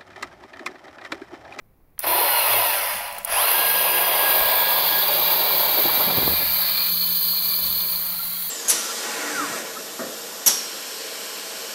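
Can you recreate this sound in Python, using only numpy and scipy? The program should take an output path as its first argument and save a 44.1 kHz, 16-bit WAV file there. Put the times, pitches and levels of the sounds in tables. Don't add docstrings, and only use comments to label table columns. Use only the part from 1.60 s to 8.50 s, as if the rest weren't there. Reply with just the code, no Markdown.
import sys
import numpy as np
from scipy import signal
from scipy.fft import rfft, irfft, next_fast_len
from scipy.io import wavfile
from scipy.ndimage import uniform_filter1d

SR = 44100
rng = np.random.default_rng(int(sys.argv[2]) if len(sys.argv) > 2 else 0)


def volts(x):
    e = np.asarray(x, float) / 20
    return 10 ** e


def wav_out(sig):
    wavfile.write(sys.argv[1], SR, np.round(np.clip(np.atleast_2d(sig).T, -1, 1) * 32767).astype(np.int16))


N = 304217
T = np.arange(N) / SR
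SIZE = next_fast_len(N + SR)
HZ = np.maximum(np.arange(SIZE // 2 + 1) * SR / SIZE, 1)
GLIDE_HZ_PER_S = 400

# t/s, state (0 full, 1 high, 2 low, 3 empty, 4 burrs running free)
EMPTYING = [(0, 0.01), (1.55, 0.024), (1.68, 0.25), (1.95, 0.67), (2.6, 1.1), (3.0, 1.82), (3.4, 1.88),
            (4.7, 2.22), (5.0, 2.43), (5.26, 3.1), (5.34, 3), (6.25, 3.02), (6.45, 3.4), (6.58, 3.63),
            (6.9, 4.16)]
# t/s, tooth rate f/Hz, tooth contact level/dB
GEAR = [(.40, 500, -70), (.5, 1150, -55), (.62, 1560, -46), (.72, 1480, -36), (.8, 1370, -33),
        (.95, 1110, -32), (1.1, 875, -31), (1.2, 740, -32), (1.35, 560, -36), (1.55, 350, -60),
        (1.66, 250, -72), (1.755, 840, -34), (1.81, 1170, -33), (1.87, 1450, -34), (1.93, 1605, -36),
        (1.98, 1636, -37), (3.4, 1645, -41), (3.46, 1646, -47), (4.3, 1652, -48), (6.9, 1655, -60)]
# t/s, level/dB against steady running
BITE = [(.41, -13), (.44, -5), (.463, -7.5), (0.471, -1.5), (1.0, -0.5), (1.32, -4), (1.5, -11),
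        (1.61, -17.5), (1.635, -23.5), (1.665, -14.5), (1.69, -10.5), (1.72, -4), (1.76, -3), (1.82, 0.5),
        (1.9, 1), (4.4, 1), (6.2, -0.5), (6.5, -3), (6.9, -4.5)]
# f/Hz, level/dB
FULL = [(200, -46.6), (330, -18.0), (600, -6.9), (1100, -9.3), (1400, -12.0), (2700, -10.9), (4700, -20.4),
        (5500, -22.4), (7600, -39.8), (9400, -33.2), (11300, -6.6), (13000, -60.0), (15800, -23.0)]
# f/Hz, width/Hz, level/dB
FULL_RINGS = [(590, 70, -4), (700, 90, -5), (834, 90, -2.5), (985, 100, -0.7), (1350, 70, -13.2),
              (1950, 102, -12.6), (2200, 78, -10.5), (2570, 150, -9.2), (2830, 139, -8.4),
              (3350, 122, -10.4), (3540, 112, -11.6), (4170, 75, -3.5), (4750, 899, -19.2),
              (6280, 90, -24.7), (6810, 127, -30.2), (8850, 899, -23.6), (9810, 346, -10.9),
              (10490, 899, -12.1), (11530, 195, -6.0), (11960, 431, -10.5), (12700, 668, -9.2),
              (13850, 899, -3.5), (14920, 899, -9.8)]


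def rms_one(x):
    return x / np.sqrt(np.mean(x ** 2) + 1e-20)


def in_time(rows):
    s, *columns = np.transpose(rows)
    return [np.interp(T, s, c) for c in columns]


def ramp(start_s, length_s):
    return np.clip((T - start_s) / length_s, 0, 1)


def swell(s, middle_s, length_s):
    return 1 / (1 + (2 * (s - middle_s) / length_s) ** 6)


def at_hz(points, hz):
    point_hz, level_db = np.transpose(points)
    return np.interp(np.log(hz), np.log(point_hz), level_db)


def shaped(x, gain):
    return rms_one(irfft(rfft(x, SIZE) * gain, SIZE)[:N])


def drift(rate_hz):
    return shaped(rng.standard_normal(N), 1 / (1 + (HZ / rate_hz) ** 2))


def resonances(colour, rings):
    power = volts(at_hz(colour, HZ)) ** 2
    for hz, width_hz, level_db in rings:
        flank = 2.35 * (HZ - hz) / width_hz
        power = power + volts(level_db + 1) ** 2 / (1 + flank ** 2) ** 2
    return np.sqrt(power)


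def fractures(per_s, spread_db):
    sizes = volts(spread_db * np.minimum(rng.exponential(1, N), 4)) * rng.choice([-1, 1], N)
    happens = rng.random(N) < per_s / SR
    return rms_one(sizes * happens) + 0.85 * rng.standard_normal(N)


def knocks(rows, colour, rise_s, octaves):
    out, t = np.zeros(N), np.arange(SR // 2) / SR
    hz = np.maximum(np.arange(len(t) // 2 + 1) * SR / len(t), 1)
    for s, peak_db, centre_hz, t60 in rows:
        white = rng.standard_normal(len(t))
        around = volts(at_hz(colour, hz)) / (1 + (np.log2(hz / centre_hz) / octaves) ** 4)
        burst = irfft(rfft(white) * around) * (1 - np.exp(-t / rise_s)) * volts(-60 * t / t60)
        i = round(s * SR)
        out[i:i + len(t)] += (volts(peak_db) * burst / abs(burst).max())[:N - i]
    return out


def room_air():
    # f/Hz, level/dB
    air_colour = [(12, -0.5), (24, -2.5), (44, -10), (98, -12.5), (800, -27), (1500, -37), (2300, -37.5),
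                  (2900, -47), (3950, -47), (8000, -53), (12500, -39), (16000, -37)]
    return volts(-55.5) * shaped(rng.standard_normal(N), volts(at_hz(air_colour, HZ)))


def sleeve():
    # t/s, level/dB
    drag = [(4.1, -93), (4.15, -47), (4.4, -39), (4.66, -29.5), (4.73, -36.5), (4.76, -54), (4.83, -31.5),
            (4.87, -78)]
    level_db, = in_time(drag)
    slips = fractures(150, 4.7) * volts(2.0 * drift(25))
    dull = [(50, -30.5), (120, -3.0), (500, -2), (1100, -10.0), (2500, -53)]
    return volts(level_db) * shaped(slips, volts(at_hz(dull, HZ)))


def arm_bumps():
    # t/s, peak level/dB, centre f/Hz, fall by 60 dB/s
    bumps = [(1.72, -43, 24.4, .3), (2.79, -36, 36, 0.28), (4.132, -37.5, 600, .05),
             (4.168, -20.5, 426, 0.21), (4.25, -23, 250, 0.094), (4.29, -18.5, 800, .05),
             (4.37, -31, 193, 0.11), (4.398, -17, 680, 0.11), (4.465, -23.5, 225, 0.14),
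             (4.50, -19, 597, 0.024), (4.575, -24.5, 138, 0.09), (4.645, -33, 200, 0.16),
             (4.705, -28, 350, 0.057), (4.812, -25, 500, 0.043)]
    return knocks(bumps, [(20, 2.4), (2000, 9.7)], rise_s=0.0064, octaves=0.92)


def table_thuds():
    # t/s, peak level/dB, centre f/Hz, fall by 60 dB/s
    thuds = [
        (4.62, -33.5, 73, 0.66),
        (6.0, -47, 67, 0.92),
        (4.85, -50, 36, .9),
    ]
    return knocks(thuds, [(20, 0), (2000, 0)], rise_s=0.03, octaves=0.1)


def switch_clicks():
    # t/s, peak level/dB, centre f/Hz, fall by 60 dB/s
    clicks = [(.3793, -35, 1610, 0.017), (.3915, -7, 9500, 0.018), (.394, -30.5, 1700, 0.083),
              (.402, -15, 13500, 0.03), (.4395, -19, 1010, 0.079), (.4665, -15, 13500, .02),
              (1.4788, -18, 12500, .01), (1.5055, -33, 12000, .01), (1.5165, -30, 10000, .01),
              (1.5257, -19, 10000, 0.018), (1.537, -31, 13000, 0.018), (1.5482, -25, 10000, .03),
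              (1.5605, -31, 10000, .01), (1.5715, -31, 12000, .01), (1.5833, -13, 14500, 0.01),
              (1.5835, -25, 1000, 0.031), (1.588, -18, 11000, .02), (1.698, -24, 1000, 0.026),
              (1.631, -30, 11000, .03), (1.6477, -5, 10300, 0.018), (4.9627, -13, 12600, .008),
              (5.097, -11, 9000, .008), (6.3157, -9, 13900, .008), (6.388, -15, 13900, .008),
              (1.5835, -32, 5000, .02), (1.6465, -38, 3000, 0.023), (1.6758, -21, 9000, .02),
              (1.6982, -20, 8500, .025), (1.7217, -21, 7000, .02), (1.645, -32, 5200, .006),
              (.467, -18.5, 900, 0.071)]
    colour = [(300, 1.5), (2000, -6.5), (5500, -13.0), (7500, -19.5),
              (9800, 1), (10800, -6), (12000, -6.0), (16000, 3.0)]
    return knocks(clicks, colour, rise_s=0.00046, octaves=1.12)


def stray_pings():
    # t/s, peak level/dB, centre f/Hz, fall by 60 dB/s
    pings = [(5.408, -21, 4230, .05), (5.624, -27, 4350, .06), (5.766, -20, 4300, 0.084),
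             (6.358, -24, 4300, 0.054), (6.522, -27, 4300, 0.029), (6.594, -35, 1386, .07),
             (6.631, -25, 4220, .04), (6.7665, -34, 3270, .06), (6.849, -34, 3290, .06)]
    return knocks(pings, [(20, 0), (2000, 0)], rise_s=0.0015, octaves=0.04)


def gear_levels(tooth_hz, contact_db):
    steady_db = [0, -6, -12, -25]
    rising_db = [0, -12, 0, -25]
    coasting_db = [-2, -9, -8, -11]
    radiates = [900, 800, 500, 780]
    # middle t/s, length/s, rise level/dB
    singing = [
        (2.08, .28, 11),
        (2.36, .22, 6),
        (2.73, .33, 10.5),
        (3.07, .3, 9),
        (3.245, .07, -8),
        (3.35, .12, 13),
        (3.92, .3, 3),
    ]
    # multiple, middle t/s, length/s, rise level/dB
    swells = [(1, .72, .1, 7), (1, .84, .08, 3), (1, 1.06, .07, 4), (2, .78, .2, 10), (2, .97, .05, 11),
              (2, 1.1, .2, 9), (3, .8, .08, 9), (3, .94, .04, 13), (3, 1.1, .05, 5), (3, 1.29, .13, 8),
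              (4, .87, .06, 6), (4, 1.14, .05, 7), (4, 1.22, .06, 8), (1, 1.79, .04, 10),
              (1, 1.91, .08, -4), (2, 1.81, .04, 10), (3, 1.78, .075, 5), (3, 1.87, .04, 2),
              (3, 1.94, .12, -6), (3, 3.2, .55, 10)]
    low_loss_db = 39
    change = uniform_filter1d(np.clip(np.gradient(tooth_hz) * SR / GLIDE_HZ_PER_S, -1, 1), size=2000)
    rising, coasting = np.maximum(change, 0), np.maximum(-change, 0)
    levels_db = [contact_db + a + rising * (b - a) + coasting * (c - a)
                 for a, b, c in zip(steady_db, rising_db, coasting_db)]
    shell_db = 20 * np.log10(resonances(FULL, FULL_RINGS)) + 10
    for k, radiates_hz in enumerate(radiates):
        levels_db[k] -= low_loss_db * np.maximum(1 - tooth_hz / radiates_hz, 0)
        levels_db[k] += 0.5 * coasting * np.minimum(np.interp((k + 1) * tooth_hz, HZ, shell_db), 3)
    levels_db[0] -= low_loss_db * rising * np.maximum(1 - tooth_hz / 1000, 0)
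    for multiple, middle_s, length_s, rise_db in [(1, *row) for row in singing] + swells:
        levels_db[multiple - 1] += rise_db * swell(T, middle_s, length_s)
    levels_db.append(-43 - 60 * (1 - coasting) - 6 * ((8 * tooth_hz - 5500) / 900) ** 2)
    hum_db = -10 + 3.5 * in_time(EMPTYING)[0] + 1.55 * in_time(BITE)[0]
    return levels_db, hum_db + abs(change) * (-13 - hum_db) - 2 * rising


def gear_whine(tooth_hz, levels_db):
    unevenness = [1.3, 1.7, 1.5, 2]
    gliding = np.clip(abs(np.gradient(tooth_hz)) * SR / GLIDE_HZ_PER_S, 0, 1)
    wobble = (.004 + .006 * gliding) * drift(20)
    phase = 2 * np.pi * np.cumsum(tooth_hz * (1 + wobble)) / SR
    whine = volts(levels_db[-1]) * np.sin(8 * phase)
    for k, waver_db in enumerate(unevenness):
        whine += volts(levels_db[k] + waver_db * drift(28)) * np.sin((k + 1) * phase)
    return whine


def table_hum(tooth_hz, hum_db, turning):
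    # f/Hz, level/dB
    rumble_colour = [(20, -22), (60, 13), (115, -10), (200, 8.5), (300, -7.5), (420, -16.5)]
    # f/Hz, width/Hz, level/dB
    table_rings = [(114.1, 6.3, 19.3), (72.5, 5.4, 2), (36, 3.4, 2.2)]
    teeth_per_turn = 9.52
    turns = np.cumsum(tooth_hz / teeth_per_turn) / SR
    shake = volts(-44.5 + hum_db + 2.4 * drift(21.0)) * np.sin(2 * np.pi * turns)
    rumble_db = -48 + 6.2 * (tooth_hz / tooth_hz[-1] - 2.5) + 5.1 * drift(4.6)
    rumble = volts(rumble_db) * shaped(rng.standard_normal(N), volts(at_hz(rumble_colour, HZ)))
    stiff = [(20, -17), (140, 2), (170, -0.5), (2000, 12.0)]
    table = resonances(stiff, table_rings)
    return irfft(rfft(turning * (shake + rumble), SIZE) * table, SIZE)[:N]


def motor():
    tooth_hz, contact_db = in_time(GEAR)
    levels_db, hum_db = gear_levels(tooth_hz, contact_db)
    turning = ramp(.40, 0.03)
    return turning * (gear_whine(tooth_hz, levels_db) + table_hum(tooth_hz, hum_db, turning))


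def colour_shift(hz, s):
    # f/Hz, level/dB
    slow = [(1100, -1), (1700, 4), (3900, -1), (4700, 4.5), (7000, 4), (12800, -2.5), (13800, -11),
            (15700, -1)]
    # f/Hz, width/Hz, level/dB, middle t/s, length/s
    zones = [(330, 260, 9.5, .54, 0.26), (400, 330, -3, 0.76, .25), (4170, 130, 1.5, 0.73, 0.28),
             (4230, 180, -4.5, 1.2, .6), (1650, 120, -5, 3.25, .08), (1590, 430, -1.5, 3.77, 0.42),
             (1500, 630, 3.5, 1.76, 0.27), (2300, 1300, 2.5, 0.88, 0.22), (960, 190, 4, 0.52, .2),
             (3490, 180, 5, 3.2, 0.87), (320, 73, 5, 3.85, 1.3), (6900, 1700, -2.5, .62, 0.42),
             (3920, 450, -3, 1.3, 0.3), (10400, 1600, 8, 1.734, .14), (12200, 430, -3, 1.74, .14),
             (4170, 260, -9, 1.75, 0.081), (6500, 3300, 6.5, 1.755, 0.11), (980, 260, 2.5, 1.3, 0.06),
             (11700, 750, -4, 2.88, .5), (13900, 770, 3, 2.8, 0.5), (8700, 2000, 4, 2.8, 0.5),
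             (3750, 180, -3, 2.8, 0.33), (6200, 340, -8, 2.9, 0.44), (4730, 300, -2.5, 3.15, .45),
             (3880, 200, -5, 3.23, 0.3), (11000, 440, -8.5, 3.4, 1.9), (11760, 170, 0, 6.1, 0.9),
             (2800, 500, -3, 4.8, 0.62), (2440, 220, 3.5, 5.06, 0.64), (2040, 130, 8, 4.8, 0.8),
             (3350, 190, -11, 4.95, 0.45), (13800, 700, -2, 4.9, 0.77), (6660, 460, -5, 4.9, 0.86),
             (9300, 500, -4, 5.5, 0.85), (5530, 300, -4, 5.8, 0.55), (15600, 300, 6, 3.5, 7)]
    tooth_hz = np.interp(s, *np.transpose(GEAR)[:2])
    slowness = np.clip((1060 - tooth_hz) / 650, 0, 1)
    out = np.outer(at_hz(slow, np.maximum(hz, 1)), slowness)
    for centre_hz, width_hz, rise_db, middle_s, length_s in zones:
        zone = 1 / (1 + (2 * (hz - centre_hz) / width_hz) ** 4)
        out += rise_db * np.outer(zone, swell(s, middle_s, length_s))
    return out


def patchy(x, depth_db, lasting_s, wide_hz):
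    hz, s, cells = signal.stft(x, SR, nperseg=1024)
    chance = rng.standard_normal(cells.shape)
    for size, axis in ((wide_hz / hz[1], 0), (lasting_s / s[1], 1)):
        chance = uniform_filter1d(chance, size=max(round(size), 1), axis=axis)
    change_db = depth_db * rms_one(chance) + colour_shift(hz, s) - 0.44
    return signal.istft(cells * volts(change_db), SR, nperseg=1024)[1][:N]


def part_levels(empty):
    # t/s, level/dB
    feeding = [(.425, -25), (0.441, -1.5), (.6, 6), (.7, 2), (1.0, 2), (1.3, -2), (1.61, 2), (2.1, -2),
               (2.45, 1), (2.7, 2.5), (3.45, -1), (4.0, -1), (4.4, -2.5), (4.85, -10), (6.9, -5)]
    # hopper boom, hopper crunch, body rasp, chute rasp, burr hiss, each level/dB
    part_db = [
        (-40.5, -27, -29, -30.5, -20),
        (-39.5, -27, -29, -32.5, -22.5),
        (-41.5, -29, -32, -29, -21.5),
        (-46.5, -34, -32.5, -24, -22.5),
        (-49.5, -37, -33, -24.5, -21),
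    ]
    # share of the bite, share of the feed, drop after the last beans level/dB
    follows_bite = [2.2, 0.84, 0.91, 1.34, 1.39]
    follows_feed = [1, 0.86, 0.3, 0.2, 0.012]
    last_drop_db = [0.5, -4, -6, -2.5, 0]
    (bite_db,), (feed_db,) = in_time(BITE), in_time(feeding)
    passed = ramp(5.27, 0.059)
    levels_db = []
    for state_db, bite, feed, drop_db in zip(np.transpose(part_db), follows_bite, follows_feed, last_drop_db):
        level_db = np.interp(empty, range(5), state_db)
        levels_db.append(level_db + bite * bite_db + feed * feed_db + drop_db * passed)
    levels_db[3] += 1.5 * passed * np.clip(4.2 - empty, 0, 1) * drift(55)
    levels_db[3] -= 4 * ramp(6.2, 0.038)
    return levels_db


def grinding():
    edges_hz = [270, 520, 1250, 3200, 5400, 16200]
    # colours are f/Hz, level/dB; rings are f/Hz, width/Hz, level/dB
    high, high_rings = [(200, -51.7), (330, -16.6), (600, -6.1), (1100, -10.0), (1400, -14.5),
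                        (2700, -10.0), (4700, -17.7), (5500, -25.8), (7600, -34.0), (9400, -60.0),
                        (11300, -9.1), (13000, -24.8), (15800, -16.2)], [(594, 70, -4), (680, 90, -4.5), (834, 80, -1.5), (990, 110, -1.5),
                                      (1080, 80, -5), (1640, 60, -9), (2770, 121, -9.3), (3290, 138, -7.5),
                                      (4140, 148, -10.9), (4870, 277, -10.9), (5970, 112, -16.7),
                                      (6560, 76, -27.1), (6820, 110, -28.0), (8810, 886, -21.5),
                                      (9860, 405, -7.5), (10500, 591, -10.7), (11110, 387, -5.6),
                                      (11490, 189, -2.3), (11980, 290, -6.8), (12640, 440, -10.7),
                                      (13030, 408, -13.3), (13950, 845, -1.6), (14910, 254, -11.6),
                                      (15290, 234, -9.0)]
    low, low_rings = [(200, -45), (330, -19), (600, -10.0), (1100, -21.5), (1400, -17.1), (2700, -20.1),
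                      (4700, -11.0), (5500, -32.1), (7600, -41.5), (9400, -31.9), (11300, -28.9),
                      (13000, -12.3), (15800, -15.0)], [(590, 77, -13.7), (930, 436, -8.9), (1660, 73, -12.5),
                                    (2330, 203, -12.6), (2810, 110, -15), (3350, 129, -12.5),
                                    (3880, 320, -12.5), (4530, 100, -13.2), (6030, 109, -26.7),
                                    (6260, 118, -22.1), (6890, 899, -27.4), (8080, 110, -25.2),
                                    (8540, 899, -26.2), (9770, 356, -25.4), (10670, 575, -18.1),
                                    (11130, 159, -21.0), (11600, 309, -10.9), (12100, 340, -8.7),
                                    (12680, 349, -2.1), (13630, 301, -5.6), (14260, 169, -10.0),
                                    (14450, 101, -8.9), (14880, 295, -4.8), (15280, 269, -10.6)]
    bare, bare_rings = [(200, -40), (330, -29.1), (600, -22.4), (1100, -49.8), (1400, -29.3), (2700, -28.1),
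                        (4700, -15), (5500, -35), (7600, -33.2), (9400, -21.1), (11300, -32.8),
                        (13000, -11.2), (15800, -13.4)], [(1120, 701, -18.2), (1700, 138, -20.2), (2370, 197, -14.6),
                                       (3070, 178, -14.1), (3510, 130, -9.5), (3950, 130, -9.5),
                                       (4300, 280, -1), (4620, 300, -8), (5080, 72, -16.5),
                                       (6280, 159, -18.6), (6700, 356, -21.6), (7150, 234, -22.3),
                                       (8110, 151, -21.5), (8570, 482, -22.8), (9800, 315, -18.6),
                                       (10230, 177, -18.4), (10470, 181, -17.9), (10760, 189, -12.4),
                                       (11550, 114, -3.0), (11880, 600, -7.0), (12620, 314, -2.3),
                                       (13580, 129, -3.3), (13930, 449, -1.0), (14830, 204, -5.8),
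                                       (15410, 682, -7.2)]
    free, free_rings = [(200, -18.3), (330, -29.2), (600, -20.5), (1400, -17.5), (2700, -20.5),
                        (4700, -27.6), (5500, -23.7), (7600, -26.8), (9400, -17.5), (11300, -19.7),
                        (13000, -6.3), (15800, -9.5)], [(1370, 95, -14.2), (2090, 70, -15.1), (3280, 129, -12.1),
                                      (4140, 588, -5.4), (4600, 308, -8.2), (6260, 141, -18.4),
                                      (7070, 449, -20.1), (8830, 699, -17.0), (9820, 352, -14.1),
                                      (10210, 108, -9.5), (10750, 229, -8.4), (11110, 203, -6.1),
                                      (11510, 259, -5.5), (12020, 470, -4.9), (12620, 159, -1.8),
                                      (13920, 303, -1.8), (14920, 569, -2.7)]
    bodies = [resonances(FULL, FULL_RINGS), resonances(high, high_rings), resonances(low, low_rings),
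              resonances(bare, bare_rings), resonances(free, free_rings)]
    empty, = in_time(EMPTYING)
    shares = [np.sqrt(np.clip(1 - abs(empty - k), 0, 1)) for k in range(5)]
    load_db = 0.058 * drift(2.7) + 0.37 * drift(38)
    cracks_per_s, flicker_db = [672, 909, 2500, 4000, 9000], [.8, 0.67, 0.12, 0.26, 0.61]
    out = 0
    for k, level_db in enumerate(part_levels(empty)):
        below, above = (edges_hz[k] / HZ) ** 24, (HZ / edges_hz[k + 1]) ** 24
        band = 1 / np.sqrt((1 + below) * (1 + above))
        cracks = [fractures(cracks_per_s[k], 2.5) for _ in range(2)]
        part = sum(shares[j] * shaped(cracks[j % 2], band * gain) for j, gain in enumerate(bodies))
        out = out + part * volts(level_db + load_db + flicker_db[k] * drift(8))
    out = patchy(out, depth_db=2.0, lasting_s=.22, wide_hz=60)
    return out * ramp(.396, 0.02)


def scene():
    arm = sleeve() + arm_bumps() + table_thuds()
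    grinder = switch_clicks() + stray_pings() + motor() + grinding()
    return (room_air() + arm + grinder)[None]


def low_pass(x):
    return signal.sosfilt(signal.butter(12, 17100, fs=SR, output="sos"), x)


def record(dry):
    keep = np.clip((15775 - HZ) / 40 + .5, 0, 1)
    mix = irfft(rfft(dry, SIZE) * keep, SIZE)[:, :N]
    return low_pass(mix)


dry = scene()
out = record(dry)
wav_out(out)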